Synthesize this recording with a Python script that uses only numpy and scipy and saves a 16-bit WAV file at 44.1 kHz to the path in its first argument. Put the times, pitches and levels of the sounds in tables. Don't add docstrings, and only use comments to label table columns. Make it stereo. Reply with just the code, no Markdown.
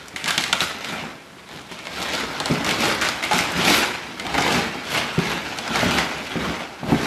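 import sys
import numpy as np
from scipy import signal
from scipy.fft import rfft, irfft, next_fast_len
from scipy.io import wavfile
from scipy.ndimage import map_coordinates

SR = 44100
rng = np.random.default_rng(int(sys.argv[2]) if len(sys.argv) > 2 else 0)


def wav_record(signal):
    frames = np.transpose(np.atleast_2d(signal))
    bounded = np.clip(frames, -1, 1)
    quanta = np.round(bounded * 32767).astype(np.int16)
    wavfile.write(sys.argv[1], SR, quanta)


N = 311753


# start, build-up and hold in seconds, crinkle level
# at its height in dB, tearing and flapping drive in dB above that.
PULLS = [(0.246, 0.047, 0.0096, -28.5, -2.5, -22.5), (0.359, 0.048, 0.029, -31.5, -0.5, -14),
         (0.55, 0.069, .01, -30, 0.5, -24), (0.791, .09, .02, -35.5, -3.5, -3),
         (0.869, 0.071, 0.075, -35.5, -29, -0.5), (1.47, 0.056, 0.05, -42.5, -6, 1.5),
         (1.66, .06, 0.039, -40, -11, -8), (1.85, .17, 0.051, -30.5, -5.5, -4.5),
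         (2.051, 0.079, 0.041, -29.5, -4.5, -5), (2.168, 0.049, 0.019, -33, -11, -1.5),
         (2.38, 0.14, 0.03, -34, -4, 6.5), (2.643, 0.035, 0.038, -25.5, -6.5, -2),
         (2.75, 0.066, 0.079, -23.5, -5, -1.5), (3.011, 0.04, 0.037, -28, -7, -7),
         (3.3, 0.05066, 0.044, -24, -3.5, -4.5), (3.481, .1, 0.039, -25, -8.5, -0.5),
         (3.61, 0.078, 0.088, -20, -3.5, -5), (3.979, 0.098, 0.2, -46, -5.5, 4),
         (4.3, 0.082, 0.097, -25, -12, 0), (4.458, .07, .03, -23.5, -5.5, 0.5),
         (4.86, 0.068, .02, -29, -2.5, -1.5), (4.907, 0.054, 0.021, -25.5, -14, -4),
         (5.159, 0.094, 0.064, -27.5, -9.5, -3), (5.4, 0.059, 0.031, -34, -8.5, -3),
         (5.68, 0.087, 0.077, -25, -7.5, -3), (5.85, 0.072, 0.078, -26, -8, 0),
         (6.34, 0.08, 0.1, -32, -19.5, 2), (6.831, 0.074, 0.034, -31, -26, 6.5),
         (6.958, 0.08, 0.02023, -30.5, -4.5, 2)]
BUILD_DB = 13
RELEASE_DB_PER_S = (90, 149, 105)
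RUSTLE_TEAR_DB, RUSTLE_FLAP_DB = -13.5, -4.5
def handling():
    t = np.arange(N) / SR
    power = np.outer(amp([0, RUSTLE_TEAR_DB, RUSTLE_FLAP_DB]), amp(rustle_db())) ** 2
    for start, build_s, hold_s, db, tear_db, flap_db in PULLS:
        near = np.abs(t - start) < 1
        past_peak = t[near] - start - build_s
        release_db = np.outer(RELEASE_DB_PER_S, np.maximum(past_peak - hold_s, 0))
        shape_db = np.where(past_peak < 0, BUILD_DB * past_peak / build_s, -release_db)
        power[:, near] += amp(db + np.array([[0], [tear_db], [flap_db]]) + shape_db) ** 2
    return 10 * np.log10(power)


# frequency in Hz, level in dB.
CRINKLE_SPECTRUM = [(200, -13), (450, -5), (800, 1.5), (1050, -1), (1400, 3.5), (1750, 0), (2200, 1.3),
                    (3500, -5), (5000, -11), (8000, -23), (15000, -81)]
def sheet():
    effort_db, tear_db, flap_db = handling()
    rate = 3000 * amp(0.55 * (effort_db + 28.5))
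    folds = creases(rate, spread_db=1.5, flutter=0.065, t60=0.014)
    folds = unit(folds * amp(1.7 * wobble(60)))
    ticks = unit(creases(150, spread_db=3, flutter=0.29, t60=0.0087))
    ticks *= amp(-0.15 * (effort_db + 30))
    crinkle = amp(effort_db) * coloured(folds + 0.2 * ticks, CRINKLE_SPECTRUM)
    return crinkle + tearing(tear_db, rate, folds, ticks) + flapping(flap_db) + catches(tear_db)


# frequency in Hz, level in dB.
TEAR_SPECTRUM = [(1500, -7), (3500, 4), (5500, -0.5), (7000, -3.5), (9000, -9.5), (12200, -5), (13200, -17),
                 (15800, -47)]
FINEST_ABOVE_HZ, FINEST_FULL_DB = 8700, -27
def tearing(tear_db, crease_rate, folds, ticks):
    splits = unit(creases(1.4 * crease_rate, spread_db=0, flutter=0.22, t60=0.0014))
    splits *= amp(0.55 * wobble(140))
    fibres = coloured(0.5 * folds + 0.36 * ticks + splits, TEAR_SPECTRUM)
    finest = filtered(fibres, lambda hz: 1 / (1 + (FINEST_ABOVE_HZ / (hz + 1)) ** 10))
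    finest_db = 0.43 * np.clip(tear_db - FINEST_FULL_DB, -8, 4)
    return amp(tear_db - 1.3) * (fibres - finest + amp(finest_db) * finest)


# frequency in Hz, level in dB.
CATCH_SPECTRUM = [(800, -8), (2200, 5), (4000, 8.5), (6000, -5), (12000, -3), (13200, -14), (15800, -28)]
def catches(tear_db):
    breaks = creases(rate=42, spread_db=2, flutter=0.18, t60=0.012)
    return amp(tear_db - 6) * coloured(breaks, CATCH_SPECTRUM)


# frequency in Hz, level in dB.
FLAP_SPECTRUM = [(20, -29), (45, -16), (70, -1.5), (90, -11.5), (130, -5), (180, -0.5), (250, -1),
                 (350, -2.5), (550, -9), (900, -9), (2500, -36.5)]
def flapping(flap_db):
    flaps = creases(rate=1800, spread_db=3, flutter=0.027, t60=0.018) * amp(0.17 * wobble(25))
    return amp(flap_db - 1) * coloured(flaps, FLAP_SPECTRUM)


# start in seconds, crack level in dB, crack and ring pitch
# in Hz, body (before its trim) and hollow flex in dB above the crack level.
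CREASE_SNAPS = [(0.083, -29, 6600, 3000, -2, -25), (0.162, -20.5, 3540, 2220, 9, -10),
                (0.2423, -15.5, 3900, 2340, 3, -12), (0.259, -17, 3400, 2110, 8, -11),
                (0.2785, -18, 4200, 2980, 9, -18.5), (0.287, -18.5, 4200, 2650, 13, -7),
                (0.3068, -11.5, 3520, 1650, 8.5, -24), (0.379, -7, 3470, 2370, 2, -14),
                (0.3812, -12.5, 3360, 3050, -1, -15), (0.439, -11.5, 3660, 2100, 2, -19),
                (0.5285, -7, 3420, 3540, 2, -10.5), (0.531, -10, 2850, 1410, 7, -10),
                (0.6058, -12.5, 3030, 3870, 7, -10), (0.8465, -21, 3400, 2900, -9, -13),
                (1.49, -35, 4020, 2220, 9, 0), (1.615, -41, 9080, 2196, -10, -16),
                (1.79, -32, 4177, 2204, -7, -16), (1.854, -29, 3286, 2194, 2, -5),
                (1.87, -25, 2990, 2190, 8, 0), (2.0194, -22, 3320, 2212, -2, -4),
                (2.027, -18, 3300, 2700, -3, -5), (2.135, -19.5, 2800, 2201, -0.5, 3),
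                (2.151, -17.5, 4030, 3508, -4, -12), (2.4017, -15, 3490, 4150, 1, 1),
                (2.4582, -13, 3900, 1450, -1, -2.5), (2.646, -19, 6020, 2190, 6, -6),
                (2.6642, -19.5, 4505, 2904, -5, 1), (2.692, -14.5, 3584, 3247, 1, -5.5),
                (2.711, -12.5, 3150, 2190, 2, -8), (2.806, -20, 5500, 2597, -2, -10),
                (2.855, -16, 3178, 2217, 2, 1), (3.0136, -18, 5814, 1448, 4, -12),
                (3.023, -22, 6490, 1446, 14, -9), (3.05, -24, 5500, 2080, 15, -12),
                (3.088, -12.5, 3880, 1300, 3, -12), (3.226, -32, 3002, 2153, 11, -7.5),
                (3.239, -16.5, 3577, 1390, 4, -10), (3.25, -27, 10100, 2200, -10, -17),
                (3.3125, -22, 4200, 2180, 2, 2), (3.3235, -25, 4500, 3570, -2, 3),
                (3.333, -14, 3770, 2200, 6, 0), (3.3835, -17.5, 7030, 3606, -2.5, -12),
                (3.3893, -13.5, 5140, 2100, 9, -19), (3.521, -25.5, 8510, 2708, -10, -20),
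                (3.577, -26.5, 5500, 2900, -2, -13.5), (3.651, -14, 4217, 3504, 6, -1),
                (3.7015, -12, 3805, 3194, -1, -10.5), (3.745, -17.5, 3395, 2914, 7, -10),
                (3.76, -28, 9995, 2200, -2, -17), (4.198, -19, 3233, 2090, 7.5, -10),
                (4.267, -21.5, 2897, 3710, -1, -10), (4.343, -20.5, 3505, 2200, 11.5, 0),
                (4.351, -25, 4230, 2100, 11, 0), (4.3813, -21, 4500, 2125, 17, 10.5),
                (4.408, -22.5, 5000, 2220, 4, -8), (4.423, -16, 4514, 2160, 5, -14),
                (4.478, -21, 3000, 2098, 11, -5), (4.526, -18, 4995, 3196, 2, -9),
                (5.1895, -19.5, 2880, 2200, 5, 2), (5.5871, -16.5, 3500, 3106, 1, -4),
                (5.678, -22, 4485, 2198, 5, 2), (5.758, -18, 6000, 2200, 9, -2),
                (5.793, -21, 4200, 2802, 1, -10), (5.882, -24, 5505, 2800, 0, -11),
                (5.91, -19.5, 3802, 2870, 11, -1), (5.985, -19.5, 3967, 2208, 7, 4)]
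BODY_TRIM_DB, SPARKLE_DB = -6.5, -14.5
def snaps():
    out = np.zeros(N)
    for start, db, crack_hz, ring_hz, body_db, flex_db in CREASE_SNAPS:
        kick = facet(flutter=0.086, t60=0.031)
        narrow = burst(band(kick, crack_hz / 1.36, crack_hz * 1.265))
        broad = burst(band(kick, crack_hz / 2.1, crack_hz * 2.11))
        crack = burst(narrow + broad)
        shudder = burst(band(facet(flutter=0.11, t60=0.057), 1250, 2800))
        body = amp(body_db + BODY_TRIM_DB) * burst(0.74 * shudder + burst(ringing(ring_hz)))
        flex = amp(flex_db) * burst(band(facet(flutter=0.25, t60=0.087), 515, 1070))
        sparkle = amp(SPARKLE_DB) * burst(band(kick, 10800, 17700))
        add(out, start, amp(db) * (crack + sparkle + body + flex))
    return out


def ringing(hz, t60=0.023):
    t = np.arange(SR // 40) / SR
    note = np.sin(2 * np.pi * hz * t) * amp(-60 * t / t60)
    return signal.fftconvolve(note, facet(flutter=0.028, t60=0.02))[:len(t)]


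# start in seconds, level in dB, fold resonance in Hz,
# its dB above the rasp, bright edge in dB above the level, t60 in seconds.
RIP_RUNS = [(0.16, -37.5, 2030, 3, 5, 0.36), (0.278, -27, 1720, 5, 4, 0.13),
            (0.615, -21, 1390, 2, -5.5, 0.16), (1.715, -38.5, 1005, 0, 3, 0.17),
            (2.325, -33, 754, 4, -16, 0.25), (2.648, -26, 1100, -1, -6, 0.19),
            (3.015, -20.5, 1445, 4, -2.5, 0.21), (3.048, -26, 2085, 15, -9, 0.2),
            (3.226, -24.5, 2150, 1, -7.5, 0.31), (3.311, -15.5, 806, 1, -17, 0.17),
            (4.25, -28, 789.4, -2, -20, 0.3196), (4.342, -23, 816.5, -2, -15, 0.12),
            (4.378, -23.5, 2100, 1, -7, 0.13), (4.462, -17, 800, -1, -22, 0.15),
            (4.583, -22, 870, -2, -16, 0.13), (4.975, -22, 752.4, 9, -1, 0.14),
            (5.756, -18, 858.4, 9, -29, 0.11), (5.983, -17, 1797, 2, -13, 0.1074),
            (6.445, -28, 1091, 0, -22, 0.15), (6.605, -28, 696, -2, -20, 0.18),
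            (7.055, -22, 1396, 2, -23, 0.22)]
def rips():
    out, t = np.zeros(N), np.arange(SR // 3) / SR
    for start, db, fold_hz, fold_db, edge_db, t60 in RIP_RUNS:
        breaks = crackle(len(t), rate=4000, spread_db=-0.5)
        fold = amp(fold_db) * unit(band(breaks, fold_hz / 1.06, fold_hz * 1.05, order=1))
        rasp = unit(band(breaks, 230, 2200))
        edge = amp(edge_db) * unit(band(breaks, 1930, 3160, order=1))
        add(out, start, amp(db) * (unit(fold + rasp) + edge) * amp(-60 * t / t60))
    return out


# start in seconds, peak of the ring in dB, note of the
# spot in Hz, slap in dB above that peak.
BOX_BLOWS = [(0.138, -30.5, 192, -18), (0.237, -26.5, 225, -16.5), (0.284, -29, 204, -18),
             (0.376, -22, 209, -12), (0.529, -28, 220, -5), (0.618, -22.5, 175, -9), (0.925, -28, 284, 1),
             (1.036, -29, 220, 5), (1.712, -31, 223, -1), (2.5, -11, 295, -7), (2.513, -13, 169.5, -25),
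             (2.605, -17.5, 330, -4.5), (3.338, -20, 149.9, -14), (3.661, -13.5, 201, -16),
             (3.705, -14.5, 300, 2), (3.765, -31, 220.3, -19), (4.25, -27.5, 249.9, -10),
             (4.351, -21, 230.1, 7), (4.54, -24, 205, -17), (4.578, -17.5, 201, -14),
             (4.755, -23.5, 279.6, -9), (5.18, -9, 224.7, -18), (5.705, -20.5, 258.5, 2),
             (5.829, -14, 240, 3), (5.862, -14, 120.1, -8), (6.356, -14, 234.6, -6.5),
             (6.405, -21.5, 220.2, -12), (6.489, -18.5, 190, -19), (6.83, -21, 201.6, 0.5),
             (6.885, -19, 150.3, -4), (6.921, -6, 235, -7.5), (6.957, -18, 209.5, -20.5)]
# frequency in Hz, level in dB, t60 in seconds.
BOX_MODES = [(68, -15, 0.15), (99, -4, 0.066), (144, -5, 0.1), (172.5, 2.5, 0.089), (239, 1, 0.11),
             (282, 0, 0.093), (353.3, -1, 0.1), (421, -7, 0.14)]
REBOUND_S, REBOUND_DB = 0.035, -21
FOCUS_DB_PER_OCTAVE = 9
def knocks():
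    out, t = np.zeros(N), np.arange(SR // 3) / SR
    hz, level_db, t60 = np.transpose(BOX_MODES)[:, :, None]
    rebounds = [(start + REBOUND_S, db + REBOUND_DB, *rest) for start, db, *rest in BOX_BLOWS]
    for start, db, spot_hz, slap_db in BOX_BLOWS + rebounds:
        size, detune = rng.standard_normal((2, len(BOX_MODES), 1))
        mode_db = level_db + 2 * size - FOCUS_DB_PER_OCTAVE * np.abs(np.log2(hz / spot_hz))
        modes = amp(mode_db - 60 * t / t60) * np.sin(2 * np.pi * hz * (1 + 0.024 * detune) * t)
        ring = crest(modes.sum(0) * (1 - np.exp(-t / 0.0028)))
        slap = crest(band(rng.standard_normal(len(t)) * amp(-60 * t / 0.042), 456, 950))
        add(out, start, amp(db) * (ring + amp(slap_db) * slap))
    return out


# time in seconds, level in dB.
RUSTLE_LEVELS = [(0, -41.5), (0.12, -47), (0.35, -36), (0.75, -37.5), (1.03, -39), (1.21, -50),
                 (1.45, -50.5), (1.84, -43.5), (2.25, -33), (3.2, -34), (3.55, -32), (4.15, -38.5),
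                 (4.6, -31), (4.8, -37), (5.1, -33), (5.6, -34), (6.15, -31.5), (6.55, -35), (6.68, -40.5),
                 (6.8, -46), (7.07, -32.5)]
def rustle_db():
    return np.interp(np.arange(N) / SR, *np.transpose(RUSTLE_LEVELS))


# frequency in Hz, level in dB.
STRAY_SPECTRUM = [(500, -25), (1500, 13), (4000, 1.5), (8000, -1), (12200, -4), (13200, -23), (15800, -41)]
def stray_ticks():
    ticks = creases(rate=21, spread_db=5.5, flutter=0.2, t60=0.066)
    return amp(rustle_db() - 18.5) * coloured(ticks, STRAY_SPECTRUM)


def over_box(x, round_trip_s=0.001376, returned=0.17, dull_above_hz=6000):
    def response(hz):
        share = returned / (1 + (hz / dull_above_hz) ** 4)
        return np.sqrt(1 - share ** 2) / (1 - share * np.exp(-2j * np.pi * hz * round_trip_s))
    return filtered(x, response)


# frequency in Hz, t60 in seconds.
ROOM_DECAY = [(80, 0.39), (300, 0.62), (1500, 0.72), (4000, 0.45), (8000, 0.54), (15000, 0.32)]
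def room_tail():
    hz, t, noise = signal.stft(rng.standard_normal((2, SR * 3 // 5)), SR, nperseg=256)
    decay = amp(-60 * t / along(ROOM_DECAY, hz)[:, None])
    tail = signal.istft(noise * decay, SR, nperseg=256)[1]
    tail *= 1 - np.exp(-np.arange(tail.shape[1]) / SR / 0.0015)
    return tail / np.linalg.norm(tail[0])


# frequency in Hz, side gain in dB.
STEREO_WIDTH = [(60, -47), (200, -29), (380, -15.5), (700, -23.5), (1400, -22), (2400, -22), (4400, -13),
                (8000, -6), (14000, 2)]
def room(x):
    echo, lateral = shifting(x, room_tail, count=48)
    mid = x + amp(-8) * echo
    glancing = shifting(x, lambda: burst(facet(flutter=1, t60=0.043)), count=36)[0]
    side = np.std(mid) * unit(lateral + 0.16 * glancing)
    return mid, filtered(side, lambda hz: amp(along(STEREO_WIDTH, hz)))


# frequency in Hz, level in dB.
HUSH_MID_SPECTRUM = [(20, -20), (50, -25), (70, -3), (100, -10), (180, -2.5), (400, -5.5), (700, -10),
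                     (1500, -12), (5000, -22), (12500, -31), (15800, -45)]
HUSH_SIDE_SPECTRUM = [(30, -24), (100, -8), (220, 0.5), (420, 0), (650, -9), (1500, -11.5), (5000, -24),
                      (12500, -22), (15800, -40)]
def hush():
    mid = amp(-45) * coloured(rng.standard_normal(N), HUSH_MID_SPECTRUM)
    side = amp(-52.5) * coloured(rng.standard_normal(N), HUSH_SIDE_SPECTRUM)
    return mid, side


def creases(rate, spread_db, flutter, t60):
    return shifting(crackle(N, rate, spread_db), lambda: unit(facet(flutter, t60)), count=200)[0]


def facet(flutter, t60):
    t = np.arange(SR // 40) / SR
    kick = flutter * rng.standard_normal(len(t)) * amp(-60 * t / t60)
    kick[0] += 1
    return kick


def crackle(n, rate, spread_db):
    at = np.flatnonzero(rng.random(n) < rate / SR)
    size, polarity = rng.standard_normal((len(at), 2)).T
    out = np.zeros(n)
    out[at] = np.sign(polarity) * amp(spread_db * np.minimum(size, 2))
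    return out / np.sqrt(rate)


def shifting(x, draw_response, count):
    size = N // count + 1
    parts = [signal.fftconvolve(x[None, start:start + size], np.atleast_2d(draw_response()), axes=1)
             for start in range(0, N, size)]
    out = np.zeros((len(parts[0]), N + SR))
    for k, part in enumerate(parts):
        out[:, k * size:][:, :part.shape[1]] += part
    return out[:, :N]


def amp(db):
    return 10 ** (np.asarray(db) / 20)


def unit(x):
    return x / np.sqrt(np.mean(x ** 2) + 1e-20)


def crest(x):
    return x / (np.abs(x).max() + 1e-20)


def burst(x):
    return x / np.linalg.norm(x) * np.sqrt(SR / 1000)


def along(points, hz):
    knots_hz, values = np.transpose(points)
    return np.interp(np.log(hz + 1), np.log(knots_hz), values)


def filtered(x, response):
    n = x.shape[-1]
    padded = next_fast_len(n + 8192)
    return irfft(rfft(x, padded) * response(np.fft.rfftfreq(padded, 1 / SR)), padded)[..., :n]


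def coloured(x, spectrum):
    return unit(filtered(x, lambda hz: amp(along(spectrum, hz))))


def band(x, low_hz, high_hz, order=2):
    edges_hz = [low_hz, min(high_hz, SR / 2 - 100)]
    return signal.sosfilt(signal.butter(order, edges_hz, 'band', fs=SR, output='sos'), x)


def wobble(rate):
    return map_coordinates(rng.standard_normal(int(N * rate / SR) + 4), [np.arange(N) * rate / SR])


def add(track, start, sound):
    part = track[max(round(start * SR), 0):][:len(sound)]
    part += sound[:len(part)]


def scene():
    mid, side = room(sheet() + over_box(stray_ticks() + snaps() + rips()) + knocks())
    hush_mid, hush_side = hush()
    mid, side = mid + hush_mid, side + hush_side
    return np.array([mid + side, mid - side])


# frequency in Hz, gain in dB.
TREBLE_ROLLOFF = [(12500, 0), (13500, -4.5), (15800, -20)]
LOW_CUT_HZ, BAND_LIMIT_HZ = 52, 15800
def record(dry):
    thinned = signal.sosfilt(signal.butter(3, LOW_CUT_HZ, 'high', fs=SR, output='sos'), dry)
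    clipped = np.clip(thinned, -1, 1)
    return filtered(clipped, lambda hz: amp(along(TREBLE_ROLLOFF, hz)) * (hz < BAND_LIMIT_HZ))


dry = scene()
out = record(dry)
wav_record(out)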